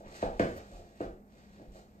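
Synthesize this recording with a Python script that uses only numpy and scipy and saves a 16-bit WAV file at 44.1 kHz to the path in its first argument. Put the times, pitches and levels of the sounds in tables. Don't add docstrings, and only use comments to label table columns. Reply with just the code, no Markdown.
import sys
import numpy as np
from scipy import signal
from scipy.fft import rfft, irfft
from scipy.io import wavfile
from scipy.ndimage import uniform_filter1d

SR = 44100
rng = np.random.default_rng(int(sys.argv[2]) if len(sys.argv) > 2 else 0)


def put_to_file(sound):
    columns = np.atleast_2d(sound).T
    safe = np.clip(columns, -1, 1)
    whole_steps = np.round(safe * 32767)
    wavfile.write(sys.argv[1], SR, whole_steps.astype(np.int16))


N = 88200

# f/Hz, level/dB
SOLE = [(40, -23), (120, -1), (205, 2.5), (280, -2.5), (400, 3.5), (620, 4), (780, 2.5), (980, -13.5),
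        (1400, -8.5), (2100, -40), (3000, -33.5), (7000, -60.5), (15000, -75.5)]
CLOTH_GRAINS_PER_S = 5000


def undb(db):
    return 10 ** (np.asarray(db) / 20)


def unit(x):
    return x / np.sqrt(np.mean(x ** 2))


def lookup(points, hz):
    f, v = np.array(points, float).T
    return np.interp(np.log(np.maximum(hz, 1)), np.log(f), v)


def ring(points, tilt=0, size=8192):
    hz = np.maximum(np.fft.rfftfreq(size, 1 / SR), 10)
    octaves = np.log2(np.maximum(hz, 300) / 1000)
    cepstrum = irfft(np.log(undb(lookup(points, hz) + tilt * octaves)))
    cepstrum[1:size // 2] *= 2
    cepstrum[size // 2 + 1:] = 0
    response = irfft(np.exp(rfft(cepstrum)))
    return response / np.linalg.norm(response)


def through(x, response):
    return signal.fftconvolve(x, response)[:N]


def at(start, x):
    return np.pad(x, (max(int(start * SR), 0), N))[:N]


def swell(peak, rise, fall):
    t = np.arange(N) / SR - peak
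    return np.exp(-.5 * (t / np.where(t < 0, rise, fall)) ** 2)


def catches(per_s, spread_db=8):
    grains = (rng.random(N) < per_s / SR) * rng.standard_normal(N)
    return unit(grains * undb(spread_db * rng.standard_normal(N)))


def coloured_noise(gains):
    return irfft(rfft(rng.standard_normal(N)) * gains, N)


def scuffs():
    # peak t/s, rise/s, fall/s, level/dB, tilt/(dB/octave)
    strokes = [(0.0, .02, 0.015, -62, 1), (0.061, 0.018, 0.015, -48, -8), (0.151, 0.04, 0.023, -51.5, -0.5),
               (0.224, 0.028, 0.017, -47, -3.5), (0.35, 0.032, 0.2, -60.5, -2.5),
               (0.449, 0.042, 0.073, -61.5, 3), (0.576, 0.011, 0.0096, -53, -1),
               (0.621, 0.03, 0.072, -67, -4), (0.755, 0.077, 0.041, -61, 0), (0.96, 0.13, 0.03, -68, -1),
               (1.034, 0.041, 0.012, -58.5, -2.5), (1.40, 0.07, 0.042, -63.5, -2.5),
               (1.559, 0.068, 0.097, -66, -3), (1.782, 0.04, 0.011, -58.5, 0.5),
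               (1.99, 0.091, 0.049, -71, -3.5)]
    # f/Hz, level/dB
    cloth = [(300, -2.5), (1000, 1), (1900, 7), (3000, 0.5), (4500, -1), (7500, -2.5), (15500, -19.5)]
    return sum(undb(db) * swell(t, rise, fall) * through(catches(CLOTH_GRAINS_PER_S), ring(cloth, tilt))
               for t, rise, fall, db, tilt in strokes)


def shuffles():
    # peak t/s, rise/s, fall/s, level/dB, tilt/(dB/octave)
    slides = [(0.0, 0.017, 0.011, -45, 0.5), (0.133, 0.027, 0.036, -51.5, 2.5),
              (0.571, 0.015, 0.018, -46, 5), (0.741, 0.035, 0.036, -47, -1), (0.899, 0.043, 0.063, -59, -5),
              (1.41, 0.12, 0.05, -63, -3.5), (1.601, 0.026, 0.016, -52, -8),
              (1.776, 0.025, 0.0047, -56, -1), (1.945, 0.019, 0.027, -57, -9.5)]
    return sum(undb(db) * swell(t, rise, fall) * through(catches(per_s=990), ring(SOLE, tilt))
               for t, rise, fall, db, tilt in slides)


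def ventilation(hum_hz=202, hum_width_hz=3.2):
    # f/Hz, level/dB
    air_tone = [(15, -20), (25, -7.5), (55, -1), (125, -6.5), (220, -2.5), (300, -14), (750, -15.5),
                (980, -24.5), (1900, -28.5), (3200, -48.5), (8000, -43), (15000, -41.5)]
    hz = np.fft.rfftfreq(N, 1 / SR)
    air = coloured_noise(undb(lookup(air_tone, hz)))
    hum = coloured_noise(1 / (1 + (2 * (hz - hum_hz) / hum_width_hz) ** 2))
    return undb(-59.5) * unit(air) + undb(-64) * unit(hum)


def crunches(decay_s=0.00117, size=4096):
    # t/s, level/dB, tilt/(dB/octave)
    contacts = [(0.2257, -21.5, -1.5), (0.3956, -9, 0.66), (1.002, -33.5, -1.5), (1.012, -28, 3.5)]
    # f/Hz, level/dB
    edge = [(300, -36), (1000, -7.5), (1550, 11.5), (2100, 4.5), (3000, -7), (4200, -13), (7500, -20.5),
            (15000, -36.5)]
    out = 0
    for t, db, tilt in contacts:
        grit = rng.choice([-1., 1.], size) * np.exp(-np.arange(size) / SR / decay_s)
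        white_grit = irfft(np.exp(1j * np.angle(rfft(grit))))[:size // 2]
        crunch = through(white_grit, ring(edge, tilt))
        out = out + at(t, undb(db) * crunch / np.linalg.norm(crunch))
    return out


def slaps(knock_octaves=0.31, size=4096):
    # t/s, level/dB, knock f/Hz, knock boost/dB, quickness/ratio
    hits = [(0.2285, -2.34, 596, 2, 1.077), (0.3982, 2, 232, 5, 0.886), (1.0068, -7.5, 328, 7, 0.963),
            (1.604, -35.5, 308, 17, 0.76), (1.620, -38.5, 310, 14, 0.59), (1.652, -28, 184, 13.5, 0.63)]
    hz = np.maximum(np.fft.rfftfreq(size, 1 / SR), 10)
    lag_s, flex_hz = 0.0056, 259.5
    flex = np.exp(2j * np.pi * lag_s * flex_hz * np.exp(-hz / flex_hz))
    out = 0
    for t, db, knock_hz, knock_db, quickness in hits:
        body = lookup(SOLE, hz / quickness)
        knock = knock_db * np.exp(-.5 * (np.log2(hz / knock_hz) / knock_octaves) ** 2)
        push = np.fft.fftshift(irfft(undb(body + knock) * flex))
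        out = out + at(t - size / 2 / SR, undb(db) * push / np.linalg.norm(push))
    return out


def booms(attack_s=0.0061, t60_s=0.44):
    # t/s, level/dB, pitch/ratio
    shifts = [(0.238, -7, 0.58), (0.331, -13.5, 1), (0.402, -8, 0.98), (0.432, -19, 0.33),
              (0.513, -14, 1.4), (0.724, -14, 0.71), (0.783, -23, 1.18), (1.05, -12, 0.71),
              (1.679, -16, 0.69)]
    # f/Hz, level/dB
    boom_tone = [(15, -19), (32, 4.5), (48, 6), (75, 6.5), (115, -13.5), (200, -26), (500, -60)]
    t, hz = np.arange(N) / SR, np.fft.rfftfreq(N, 1 / SR)
    envelope = (1 - np.exp(-t / attack_s)) * np.exp(-np.log(1000) * t / t60_s)
    out = 0
    for start, db, pitch in shifts:
        rumble = coloured_noise(undb(lookup(boom_tone, hz / pitch)))
        even_rumble = rumble / np.sqrt(uniform_filter1d(rumble ** 2, size=1500))
        shudder = even_rumble * envelope
        out = out + at(start, undb(db) * shudder / np.linalg.norm(shudder))
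    return out


def whisk():
    # f/Hz, level/dB
    sheen = [(5000, -39), (9000, 1), (12500, -3), (15500, 6.5)]
    hiss = through(catches(CLOTH_GRAINS_PER_S), ring(sheen))
    return undb(-55.5) * swell(peak=0.57, rise=0.012, fall=0.012) * hiss


def reverb(build_s=0.006, wet_db=3.5):
    # f/Hz, T60/s
    decay_times = [(100, 0.34), (250, 0.43), (600, 0.45), (1500, 0.41), (4000, 0.37), (12000, 0.39)]
    t, hz = np.arange(N) / SR, np.fft.rfftfreq(N, 1 / SR)
    noise, tail = rfft(rng.standard_normal(N)), 0
    centres = 62.5 * 2. ** np.arange(9)
    for centre, weights in zip(centres, np.eye(len(centres))):
        band = irfft(noise * lookup(list(zip(centres, weights)), hz), N)
        even_band = band * band.std() / np.sqrt(uniform_filter1d(band ** 2, size=1000))
        tail = tail + even_band * np.exp(-np.log(1000) * t / lookup(decay_times, centre))
    tail = tail * (1 - np.exp(-t / build_s))
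    return undb(wet_db) * tail / np.linalg.norm(tail)


def room(x):
    # delay/s, gain/ratio
    echoes = [(.0032, 0.81), (0.0096, 0.23), (0.0134, 0.069)]
    early = at(0, np.ones(1)) + sum(at(delay, np.array([gain])) for delay, gain in echoes)
    return np.array([through(x, early + reverb()), through(x, reverb())])


def ports(shared, scattered, right_db=.5):
    # f/Hz, level/dB
    width = [(60, -18), (300, -13), (1000, -7.5), (2200, -9.5), (4000, 4), (8000, -4.5), (10500, -29),
             (14000, -22)]
    # f/Hz, phase/rad
    left_lead = [(340, 0), (700, 1.1), (1300, 3.0), (2200, 4.3), (2450, 6.4), (3100, 7.2), (5300, 15.5),
                 (7000, 12.9), (8600, 12.0), (9800, 9.5), (11400, 9.4), (12400, 7.0)]
    hz = np.fft.rfftfreq(2 * N, 1 / SR)
    mid = rfft(shared, 2 * N)
    side = rfft(scattered, 2 * N) * undb(lookup(width, hz))
    turn = np.exp(.5j * lookup(left_lead, hz))
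    left = (mid + side) * turn
    right = (mid - side) / turn * undb(right_db)
    return irfft(np.array([left, right]))[:, :N]


def scene():
    impacts = room(slaps() + crunches())
    friction = undb(-6.5) * room(scuffs() + shuffles())
    shared, scattered = impacts + friction
    return ports(shared + whisk() + booms() + ventilation(), scattered + ventilation())


def record(dry, top_hz=14900):
    return signal.sosfilt(signal.ellip(8, .2, 70, top_hz, fs=SR, output="sos"), dry)


dry = scene()
out = record(dry)
put_to_file(out)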